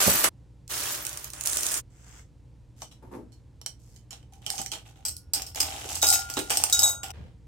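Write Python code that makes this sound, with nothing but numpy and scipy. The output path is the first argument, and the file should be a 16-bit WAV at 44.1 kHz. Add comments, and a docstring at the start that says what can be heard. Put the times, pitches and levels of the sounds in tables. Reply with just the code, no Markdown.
"""Coins and zinc flakes, close up

Copper coins pour from a glass jar onto concrete; a hand rakes and sweeps the heap and slides one coin aside.
A beaker of zinc flakes is lifted and tilted, and a steel spatula scrapes flakes into a second, ringing beaker.
Then fingers touch a plastic bottle. Two close microphones hear it in a small humming room; the heap is silent
for a moment after the pour, and heap and glassware each break off abruptly.
Contacts are bursts and grains of filtered noise; free coins and glass are decaying sines."""
import sys
import numpy as np
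from scipy import signal
from scipy.fft import rfft, irfft, next_fast_len
from scipy.io import wavfile
from scipy.ndimage import uniform_filter1d

SR = 44100
rng = np.random.default_rng(int(sys.argv[2]) if len(sys.argv) > 2 else 0)


def generate_wav(sig):
    """Save sig (samples, or channels by samples) to the path in sys.argv[1] as 16-bit PCM at SR."""
    pcm = np.round(np.clip(np.atleast_2d(sig).T, -1, 1) * 32767).astype(np.int16)
    wavfile.write(sys.argv[1], SR, pcm)


N = 329427  # samples

# All table levels are relative: each source trims them further.
# Colour of swept and clinking coins: [f/Hz, density/dB per Hz]
SWEPT = [(1470, -39.5), (2500, -12.5), (4440, -9), (6350, -2), (8870, -1.5), (10200, -6.5), (11700, -11.5),
         (13100, -7), (14900, -10), (16000, -13)]
# Colour of the concrete under the coins: [f/Hz, density/dB per Hz]
CONCRETE = [(110, -36), (180, -10.5), (231, -9.5), (389, -2.5), (435, -8), (600, -4), (705, -5), (1490, -3),
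            (1790, -4), (3500, -10), (4550, -38.5), (7700, -120)]
# The spatula taps the wall of the held beaker: [t/s, level/dB]
TAPS = [(5.052, -31), (5.336, -27), (5.604, -29)]


def amp(db):
    """Decibels to gain."""
    return 10 ** (np.asarray(db) / 20)


def unit(x):
    """Scale to rms 1."""
    return x / np.sqrt(np.mean(x ** 2) + 1e-20)


def along(points, hz):
    """(Hz, value) points read on a log frequency axis."""
    f, v = np.transpose(points)
    return np.interp(np.log(hz + 1), np.log(f + 1), v)


def add(track, s, sound):
    """Mix a sound into a track at a time in seconds."""
    start = max(round(s * SR), 0)
    track[..., start:start + sound.shape[-1]] += sound[..., :N - start]


def colour(x, spectrum, size=8192):
    """Causal minimum-phase filter of unit power with the given spectrum."""
    gain = unit(amp(along(spectrum, np.fft.rfftfreq(size, 1 / SR))))
    # folding the cepstrum forward in time puts the response as early as possible
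    cepstrum = irfft(np.log(np.maximum(gain, 1e-6)))
    cepstrum[1:size // 2] *= 2
    cepstrum[size // 2 + 1:] = 0
    response = irfft(np.exp(rfft(cepstrum)))
    return signal.fftconvolve(x, response[None], axes=1)[:, :N]


def band(x, hz, sharpness):
    """A resonance applied twice, scaled to keep the energy."""
    b, a = signal.iirpeak(min(hz, SR / 2.2), sharpness, SR)
    y = signal.lfilter(b, a, signal.lfilter(b, a, x))
    return y * np.linalg.norm(x) / np.linalg.norm(y)


def pair(size, apart):
    """Noise for two microphones: a shared part plus a part of their own."""
    shared = rng.standard_normal(size)
    return unit(shared + apart * rng.standard_normal((2, size)))


def sides(db):
    """Left and right gains for a left-minus-right level."""
    return amp([[db / 2], [-db / 2]])


def grains(size, rate, spread_db):
    """Tiny contacts at random times (rate per second), of uneven force; slow swings in power are evened out."""
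    struck = rng.random(size) < rate / SR
    force = struck * amp(spread_db * np.minimum(rng.exponential(size=size), 4))
    fade = np.exp(-1 / (0.00042 * SR))  # each contact's power dies away in 0.42 ms
    power = signal.lfilter([1], [1, -fade], force ** 2) + 0.057  # with a steady floor
    slow_power = np.abs(uniform_filter1d(power, SR // 30))
    return np.sqrt(power / slow_power) * pair(size, apart=4)


def room(x, wet_db, shared_hz):
    """Direct sound plus a short tail from the walls; the two close microphones share the bass."""
    # [f/Hz, t60/s]
    wall_decay = [(200, 0.32), (1000, 0.17), (5000, 0.18), (14000, 0.16)]
    hz, t, z = signal.stft(rng.standard_normal((2, SR // 3)), SR, nperseg=256)
    fading = z * amp(-60 * t / along(wall_decay, hz)[:, None])
    tail = signal.istft(fading, SR, nperseg=256)[1]
    tail[:, :SR // 250] = 0  # the walls answer after 4 ms
    echo = signal.fftconvolve(x, tail / np.linalg.norm(tail[0]), axes=1)[:, :N]
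    left, right = x + amp(wet_db) * sides(-1) * echo
    side = signal.filtfilt(*signal.butter(1, shared_hz, "high", fs=SR), left - right)
    return np.array([left + right + side, left + right - side]) / 2


def until(s, fade):
    """Gain that falls to nothing at time s, over the last fade seconds."""
    return np.clip((s - np.arange(N) / SR) / fade, 0, 1) ** 2


def decay(t60):
    """Half a second of exponential decay."""
    return amp(-60 * np.arange(SR // 2) / SR / max(t60, .001))


def ring(hz, t60):
    """One struck mode; the higher it is, the more its phase differs between the microphones."""
    t = np.arange(SR // 2) / SR
    phase = rng.random() + min(hz / 12000, .6) * rng.random((2, 1))  # in cycles
    onset = 1 - np.exp(-t / 0.00042)
    return decay(t60) * onset * np.sin(2 * np.pi * (hz * t + phase))


def resonate(x, modes):
    """A glass wall driven by the contacts in x."""
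    response = sum(amp(db) * ring(hz, t60) for hz, db, t60 in modes)
    return signal.fftconvolve(x, response, axes=1)[:, :N]


def strokes(rows, attack_s, release_s):
    """Each stroke sets in, holds while its force drifts, and dies away; one gain track per level column."""
    out = np.zeros((len(rows[0]) - 3, N))
    for s, length, rise_db, *column_db in rows:
        t = np.arange(int((length + release_s) * SR)) / SR
        attack = np.minimum(t / attack_s, 1)
        hold_db = rise_db * (np.minimum(t / length, 1) - .5)
        release_db = -60 * np.maximum(t - length, 0) / release_s
        add(out, s, amp(column_db)[:, None] * attack * amp(hold_db + release_db))
    return out


def background():
    """Ventilation rumble is coloured noise, mains and motor hum are sines, a low drone is noise near 80 Hz."""
    # Rumble colour: [f/Hz, density/dB per Hz]
    rumble_colour = [(13, -57), (22, -31.5), (43, -6.5), (122, -6.5), (217, -19), (249, -21), (286, -17),
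                     (387, -27), (420, -31), (457, -23), (636, -34.5), (961, -34.5), (1130, -41.5),
                     (8260, -50), (16000, -68)]
    # Mains and motor: [f/Hz, level/dB]
    hum_tones = [(59.2, -53), (118.4, -54.5), (209.9, -77.5)]
    # Drone: [t/s, length/s, rise/dB, level/dB]
    drone_strokes = [(5.05, 1.6, -1, -52.5), (6.66, 0.58, 5, -48)]
    t = np.arange(N) / SR
    rumble = amp(-54) * colour(pair(N, apart=0.4), rumble_colour)
    hum = sum(amp(db) * np.sqrt(2) * np.sin(2 * np.pi * (hz * t + rng.random())) for hz, db in hum_tones)
    swell = strokes(drone_strokes, attack_s=0.05, release_s=.6)
    drone = amp(1) * swell * band(pair(N, apart=0.058), 80, sharpness=6)
    return sides(-1) * (rumble + amp(-3.5) * hum + drone)


def sliding(gains, spectrum, rate, spread_db, clatter_db, grind_db):
    """Coins jostle each other (bright grains) and grind over the concrete (dull grains)."""
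    clatter, grind = gains
    bright = colour(clatter * grains(N, rate, spread_db), spectrum)
    dull = colour(grind * grains(N, rate=2500, spread_db=3.5), CONCRETE)
    return amp(clatter_db) * bright + amp(grind_db) * dull


def jingle(rows, lo_hz, hi_hz, t60, count):
    """Tumbling coins ring briefly, each at a pitch of its own, mostly high."""
    out = np.zeros((2, N))
    span = [rows[0][0], rows[-1][0] + rows[-1][1]]
    for when, pitch, size in rng.random((count, 3)):
        hz = lo_hz * (hi_hz / lo_hz) ** np.sqrt(pitch)
        add(out, np.interp(when, [0, 1], span), amp(-12 * size) * ring(hz, t60))
    return out


def pour():
    """Coins tumble out in grains and short rings, and weakly drive the modes of the glass jar."""
    # [t/s, length/s, rise/dB, clatter level/dB, grind level/dB]
    pour_strokes = [(-0.01, .235, -8, -23.5, -32), (.236, .05, -17.5, -25.5, -29)]
    # [f/Hz, density/dB per Hz]
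    pour_colour = [(1470, -36.5), (2500, -12.5), (2700, -11), (4410, -1), (4910, -2), (11400, -0.5),
                   (13100, -6.5), (14200, -1), (16000, -18.5)]
    # Jar modes: [f/Hz, level/dB, t60/s]
    jar_modes = [(6303, -1, .12), (7892, 0.5, .12), (10072, 1.5, .1)]
    flow = strokes(pour_strokes, attack_s=.004, release_s=.06)
    out = sliding(flow, pour_colour, rate=700, spread_db=-1.0, clatter_db=-2.5, grind_db=1.0)
    out += amp(-2.5) * flow[0] * jingle(pour_strokes, lo_hz=1302, hi_hz=14640, t60=0.024, count=90)
    return out + amp(-40.5) * resonate(out, jar_modes)


def coin_hits():
    """Heaped coins damp each other to sharp ticks; a free one rings at its lowest plate mode."""
    # Coin on coin: [t/s, peak level/dB]
    clinks = [(0.0329, -14), (0.0747, -8.5), (0.099, -13), (0.2403, -11), (0.2429, -6.5), (0.2503, -14.5),
              (0.6787, -32), (0.7048, -25.5), (0.781, -20), (0.9175, -33), (1.0514, -18), (1.067, -14.5),
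              (1.0933, -20.5), (1.13, -23), (1.1732, -17.5), (1.244, -19.5), (1.3027, -25), (1.3347, -22.5),
              (1.4098, -16.5), (1.4372, -19.5), (1.459, -12), (1.473, -7.5), (1.496, -20), (1.532, -13),
              (1.5707, -8.5), (1.6327, -12), (1.666, -9), (1.7166, -17), (1.7418, -10.5), (1.772, -17.5)]
    # Coins that ring freely: [t/s, peak level/dB, f/Hz]
    free_coins = [(0.0716, -13, 14440), (0.0964, -11.5, 13000), (0.1348, -18, 14600), (0.1545, -14, 14320),
                  (0.1758, -18, 13600), (0.1915, -13, 14730), (0.2128, -25.5, 14940),
                  (0.9182, -27.5, 14330), (0.943, -37, 14000), (1.023, -32, 14000), (1.241, -31, 13100),
                  (1.718, -30, 12500), (1.7719, -30, 12800)]
    ticks, knocks, pings = np.zeros((3, 2, N))
    for s, db in clinks:
        add(ticks, s, amp(db - 5.5) * sides(-4.5) * decay(0.012) * pair(SR // 2, apart=3))
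        add(knocks, s, amp(db - 29.5) * decay(0.013) * pair(SR // 2, apart=0.45))  # the floor answers
    for s, db, hz in free_coins:
        # the embossing splits the mode
        split = ring(hz, t60=0.087) + 0.3 * ring(hz + 70, t60=.08)
        add(pings, s, amp(db - 4.0) * split)
    return colour(ticks, SWEPT) + colour(knocks, CONCRETE) + pings


def rake():
    """A hand pulls through the heap: grains of clatter and many short rings."""
    # [t/s, length/s, rise/dB, clatter level/dB, grind level/dB]
    rake_strokes = [(.69, 0.26, -0.5, -29.5, -40), (.96, .32, -7, -41, -48)]
    # [f/Hz, density/dB per Hz]
    rake_colour = [(1470, -31), (2500, -14.5), (2900, -9), (3950, -7.5), (5110, -5), (6550, -3.5),
                   (11600, -7.5), (14800, -9), (16000, -11.5)]
    pull = strokes(rake_strokes, attack_s=0.024, release_s=0.15)
    out = sliding(pull, rake_colour, rate=800, spread_db=0.5, clatter_db=-3.5, grind_db=0)
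    return out + amp(1.5) * pull[0] * jingle(rake_strokes, lo_hz=1980, hi_hz=14260, t60=0.014, count=300)


def sweep():
    """The hand sweeps back through the coins: grains of clatter and higher short rings."""
    # [t/s, length/s, rise/dB, clatter level/dB, grind level/dB]
    sweep_strokes = [(1.325, .125, 1, -46.5, -48.5), (1.45, 0.33, 1.5, -31.5, -40.5)]
    push = strokes(sweep_strokes, attack_s=0.005, release_s=0.11)
    out = sliding(push, SWEPT, rate=530, spread_db=2.5, clatter_db=-2.0, grind_db=-1.5)
    return out + amp(6) * push[0] * jingle(sweep_strokes, lo_hz=5000, hi_hz=10910, t60=0.023, count=250)


def slide():
    """One coin slides aside: dense grains of contact, without rings."""
    # [t/s, length/s, rise/dB, clatter level/dB, grind level/dB]
    slide_strokes = [(1.895, 0.15, 12, -65, -73), (2.06, .135, 2.7, -56, -63.5)]
    # [f/Hz, density/dB per Hz]
    slide_colour = [(1470, -39), (2500, -20), (4730, -4.5), (5310, -1.5), (7710, 5), (9440, -10.5),
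                    (14900, -15), (16000, -19.5)]
    push = strokes(slide_strokes, attack_s=0.0071, release_s=0.15)
    return sliding(push, slide_colour, rate=3400, spread_db=4.5, clatter_db=-1.5, grind_db=3.5)


def coins():
    """The heap and its hits, cut to two spans, then the single coin, each in the room."""
    dry_heap = coin_hits() + sides(-2.0) * (pour() + rake()) + sides(-1.7) * sweep()
    heap = room(dry_heap, wet_db=-5.5, shared_hz=400)
    heard = until(.297, .012) + until(1.825, .025) - until(.676, .002)  # silent from .297 to .674 s
    return heard * heap + room(slide(), wet_db=-3.5, shared_hz=400)


def bumps():
    """A vessel held in the hand gives a damped, hollow knock: decaying noise in a broad band."""
    # [t/s, level/dB, centre f/Hz, t60/s, left minus right/dB]
    dull_knocks = [(0.064, -21.5, 158, 0.049, -13), (0.077, -23.5, 62.1, .12, -9.5),
                   (0.0754, -18.5, 147, 0.06, -11), (0.077, -24, 520, 0.1, 2.5),
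                   (0.24, -39, 812, 0.04, 2.5), (2.818, -40.5, 740, 0.1, 8), (3.035, -53, 583, 0.11, 6),
                   (3.135, -44, 830, 0.089, 10), (3.185, -44.5, 280, 0.35, 5), (4.595, -36, 210, 0.09, 3),
                   (5.85, -37.5, 436, 0.098, -1), (6.03, -31, 740, 0.13, 4.5), (6.368, -28, 328, 0.23, 2),
                   (6.369, -33.5, 1190, 0.11, 6.5), (6.825, -36.5, 744, 0.42, 4),
                   (7.17, -41.5, 131, 0.44, 1)]
    out = np.zeros((2, N))
    for s, db, hz, t60, pan_db in dull_knocks:
        knock = decay(t60) * band(pair(SR // 2, apart=.35), hz, sharpness=1.3)
        add(out, s, amp(db) * sides(pan_db) * knock)
    return out


def zinc_hits():
    """Flakes and spatula hit the glass and rattle to rest; gives tumbling, scooped, knock and note tracks."""
    # [t/s, peak level/dB, low knock/dB, left minus right/dB, rattle after it/dB, f/Hz]
    chinks = [(2.8194, -23.5, -14, -1.5, -14, 6000), (2.9124, -49.5, -6, 0, 2, 3960),
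              (3.3204, -50.5, -37, -2, -0.5, 4390), (3.6148, -31, -10.5, -5, -42, 5480),
              (3.6622, -14, -22.5, -4, -33, 5600), (3.9618, -40, -36, -7, -12, 6660),
              (4.1073, -30, -18, -9, -9.5, 6850), (4.1296, -29, -5.5, -0.5, -18.5, 4000),
              (4.2284, -50.5, -4, -4, -14, 3140), (4.335, -40, -10, -10, -22, 6030),
              (4.464, -15.5, -10.5, -5, -15.5, 3190), (4.5026, -11.5, -39, -7, -20, 8500),
              (4.58, -24, -9, -6.5, -4, 6220), (4.6159, -17, -37, -9, -30, 7700),
              (4.6613, -18, -32, -5.5, -22, 5840), (4.7169, -23.5, -19, -6, -1.5, 3220),
              (5.0515, -15, -18.5, 1, -6, 8000), (5.0834, -15, -22, 0, -12.5, 8200),
              (5.1663, -22.5, -32, -1, -21, 11000), (5.335, -10, -26, -3, -5.5, 5140),
              (5.4201, -16, -27, -2.5, -29, 7500), (5.465, -25, -24, -2, -8, 5450),
              (5.5475, -24.5, -13, 5, -18, 5330), (5.5588, -21.5, -12, -14, -23, 7040),
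              (5.6022, -10, -17, -3, -3.5, 5250), (5.954, -16, -31, -7, -11, 7900),
              (6.0167, -18.5, -30, -7, -3, 6400), (6.0282, -3, -13, -1.5, -9, 6700),
              (6.0683, -8.5, -25, -3, -4, 5200), (6.088, -3.5, -38, 3, -12, 8100),
              (6.1024, -3.5, -43, 3, -10, 8600), (6.126, -8, -15.5, 7.5, -6.5, 6600),
              (6.1421, -6, -20, -7.5, -21.5, 5400), (6.1584, -12, -12.5, 6, -24, 6750),
              (6.192, -17.5, -35, -0.5, -9, 5500), (6.3004, -16.5, -12, -3, -16, 7940),
              (6.339, -17.5, -26.5, -0.5, -16, 7160), (6.3694, -22, -1, -9.5, -5.5, 4050),
              (6.39, -13.5, -31, -2.5, -13, 8800), (6.5037, -15.5, -8, -3, -1.5, 8570),
              (6.5718, -3.5, -18.5, 1, -18.5, 8400), (6.6379, -0.5, -16, -2, -33, 8770),
              (6.6983, -14, -14.5, 1, -14.5, 8340), (6.7259, -8, -35, -0.5, -4, 6850),
              (6.792, -3, -25, -3.5, -20, 5530), (6.8211, -12, -40, 12.5, -12, 3940),
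              (6.8784, -11.5, -35.5, 1, -12, 6660), (7.0322, -24, -7.5, -2.5, -4.5, 7760),
              (7.083, -31, -18, 2, -23, 3180), (7.1046, -23, -7.5, -0.5, -17, 5870)]
    tumbling, scooped, knocks, notes = np.zeros((4, 2, N))
    for s, db, knock_db, pan_db, rattle_db, hz in chinks:
        blow = decay(.012) * pair(SR // 2, apart=4)
        rattle = amp(rattle_db) * decay(0.16) * grains(SR // 2, rate=700, spread_db=1.5)
        hit = amp(db - 7.5) * sides(pan_db) * (blow + amp(0.5) * rattle)
        # flakes deep in the beaker, before the spatula taps, sound duller
        add(tumbling if s < TAPS[0][0] - .1 else scooped, s, hit)
        add(notes, s, amp(-5.5) * band(hit, hz, sharpness=14.0))  # each piece has its own brief pitch
        add(knocks, s, amp(knock_db + 5) * hit)
    return tumbling, scooped, knocks, notes


def zinc():
    """Flakes slide as the beaker tilts, then under the spatula; glass wall, body and air inside answer them."""
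    # [t/s, length/s, rise/dB, crackle level/dB, beaker body level/dB, air resonance level/dB]
    scrapes = [(2.76, 0.044, 12, -70, -73, -78), (3.79, 0.17, 4, -72.5, -82, -88),
               (4.118, 0.022, -4, -63.5, -56.5, -55.5), (4.32, 0.047, -5.5, -71.5, -73, -51),
               (4.415, .05, 2, -69, -63.5, -56), (4.49, 0.12, 4.5, -48, -56.5, -38.5),
               (4.72, 0.043, -10.5, -56, -46.5, -51), (4.85, 0.047, -2, -66.5, -63, -54),
               (4.955, 0.073, -5, -75.5, -70, -54), (5.34, 0.17, -26.5, -60, -54, -48),
               (5.555, 0.35, -5.5, -48.5, -47, -41.5), (5.885, 0.086, 2, -45, -50, -62),
               (6.025, 0.11, -4.5, -39.5, -46, -28.5), (6.17, 0.11, -11, -55, -55, -47.5),
               (6.285, 0.48, -3, -56.5, -58, -49.5), (6.495, .21, -13, -44, -48, -39.5),
               (6.725, 0.15, 4.5, -41.5, -49, -36.5), (7.035, 0.086, -6, -68, -56, -42.5)]
    # Colours of flakes in the tilted beaker, scooped zinc, scraped flakes, beaker body: [f/Hz, density/dB per Hz]
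    tilted_colour = [(1350, -11.5), (2300, -4.5), (2470, -10), (2710, -46), (3010, 1.5), (3740, -10),
                     (4300, 2), (4970, -1.5), (5440, 4), (6290, -1.5), (8360, 1.5), (9290, -7), (11200, -8),
                     (13300, -11), (16000, -21)]
    scooped_colour = [(2000, -37), (3400, -15.5), (3600, -24.5), (3700, -13), (3920, -4.5), (4100, -6.5),
                      (5180, 1), (6130, -2), (6290, -1), (6540, -2), (6940, -3.5), (8100, 2), (10500, -9.5),
                      (13300, -4.5), (16000, -12.5)]
    flake_colour = [(2000, -46.5), (3400, -15), (3670, -24), (4320, -1.5), (7030, 2.5), (8370, 1.5),
                    (9280, -5.5), (11200, -4.5), (15300, -12.5), (16000, -17)]
    body_colour = [(140, -49.5), (230, -20.5), (305, -7), (404, -14.5), (535, -12), (588, -17.5),
                   (638, -4.5), (710, -10.5), (807, -2), (940, -12.5), (1470, -13), (1770, -16), (3010, -9),
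                   (3540, -12.5), (3800, -11.5), (4940, -31.5), (8360, -120)]
    # Wall of the loaded beaker: [f/Hz, level/dB, t60/s]
    wall_modes = [(2720, -18, 0.19), (3070, 14, 0.062), (5453, -1, 0.2), (7750, -16, 0.091),
                  (8300, -23, .15)]
    tumbling, scooped, knocks, notes = zinc_hits()
    # flakes start at once and take a moment to settle
    crackle, body, cavity = strokes(scrapes, attack_s=0.004, release_s=0.22)
    scrape = amp(6.0) * colour(crackle * grains(N, rate=470, spread_db=0.5), flake_colour)
    hollow = colour(knocks + amp(4.5) * body * grains(N, rate=2200, spread_db=6.0), body_colour)
    air = amp(-7.5) * band(cavity * grains(N, rate=300, spread_db=8.5), 788, sharpness=10)
    wall = amp(-45) * resonate(tumbling, wall_modes)
    hits = colour(tumbling, tilted_colour) + wall + colour(scooped, scooped_colour) + notes
    return hits + sides(-1) * scrape + hollow + air


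def handling():
    """The beaker's base scuffs as it is lifted and fingers brush the bottle: grains of coloured noise."""
    # Scuff, then fingers on plastic: [t/s, length/s, rise/dB, level/dB]
    scuff_strokes = [(3.02, .08, -10, -57.5), (3.11, .045, 4.5, -47)]
    brush_strokes = [(7.13, .14, -8.5, -59.5)]
    # Their colours: [f/Hz, density/dB per Hz]
    drag_colour = [(120, -47), (200, -5.5), (383, -2.5), (687, -22), (858, -7), (1540, -31), (1670, -26.5),
                   (3150, -40.5), (11000, -39), (12000, -37), (15600, -65), (22000, -120)]
    plastic_colour = [(290, -16), (500, -3.5), (1220, -14.5), (1460, -15), (1610, -14.5), (3190, -18),
                      (14000, -42.5)]
    drag = strokes(scuff_strokes, attack_s=0.0058, release_s=.2)
    scuff = amp(3.0) * colour(drag * grains(N, rate=580, spread_db=1.0), drag_colour)
    touch = strokes(brush_strokes, attack_s=0.0058, release_s=0.34)
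    brush = amp(0.5) * colour(touch * grains(N, rate=3000, spread_db=4.5), plastic_colour)
    return room(scuff + brush, wet_db=-0.5, shared_hz=450)


def held_beaker():
    """The spatula rings the held beaker, damped by the fingers, as a sum of struck modes."""
    # [f/Hz, level/dB, t60/s]
    held_modes = [(1440, -32.5, 0.95), (4860, 1.5, 0.095), (5500, -11, 0.38), (5400, -12, 0.31),
                  (7360, -10, 0.12), (8140, 1, 0.11), (10800, -18, 0.28)]
    out = np.zeros((2, N))
    for s, db in TAPS:
        add(out, s, sum(amp(db + level) * ring(hz, t60) for hz, level, t60 in held_modes))
    return out


def lower_beaker():
    """Falling pieces ring the lower beaker; harder contacts favour high modes, bouncing flakes roughen them."""
    # [f/Hz, level/dB, t60/s]
    glass_modes = [(1409, -11, 1.2), (3800, 1.5, .26), (4995, -17, .2), (5168, -16, .2), (6490, -10, .2),
                   (6514, -7, .3), (7069, -16, .24), (7787, -5, .19), (7848, -16, .16), (8403, -20, .17),
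                   (8592, -17, .28), (11000, -30, .22), (12403, -21, .16), (12918, -23, .16),
                   (13152, -23, .16), (15380, -32, .16)]
    # Blows: [t/s, level/dB, hardness/dB per octave]
    blows = [(6.023, -23, 0.5), (6.086, -37, -11), (6.128, -31.5, 15.5), (6.367, -35, 1.5),
             (6.726, -19.5, 4), (6.792, -32, 14.5), (6.831, -20, 9), (6.841, -22, 8.5),
             (6.892, -42.5, 19.5)]
    out, t = np.zeros((2, N)), np.arange(N) / SR
    knots = np.linspace(0, t[-1], 400)
    for hz, level, t60 in glass_modes:
        octaves = np.log2(hz / glass_modes[1][0])
        energy = np.zeros(N)  # every blow tops up what the mode still holds
        for s, db, hardness_db in blows:
            add(energy, s, (amp(db + level + hardness_db * octaves) * decay(t60)) ** 2)
        lead = rng.uniform(.15, .32)  # phase of left ahead of right, in cycles
        # flakes nudge the timing by some 16 microseconds, which disturbs high modes most
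        jostle = np.interp(t, knots, 1.6e-5 * rng.standard_normal(len(knots)))
        tone = np.sin(2 * np.pi * (hz * (t + jostle) + np.array([[lead], [0]])))
        out += uniform_filter1d(np.sqrt(energy), size=60) * tone
    return out


def scene():
    """Coins first, then the glassware, over the room's hum."""
    ringing = amp(0.5) * sides(0.96) * (held_beaker() + lower_beaker())
    glassware = room(zinc(), wet_db=-5.5, shared_hz=420) + ringing
    heard = until(7.122, .006)  # the glassware breaks off
    knocks = room(bumps(), wet_db=-8.5, shared_hz=30)
    return background() + coins() + knocks + heard * glassware + handling()


def record(dry):
    """The treble rolls off over 600 Hz around 16150 Hz, with nothing kept above; peaks clip at full scale."""
    size = next_fast_len(N + SR // 2)
    passed = np.clip((16150 - np.fft.rfftfreq(size, 1 / SR)) / 600 + .5, 0, 1)
    return np.clip(irfft(rfft(dry, size) * passed ** 2, size)[:, :N], -1, 1)


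dry = scene()
out = record(dry)
generate_wav(out)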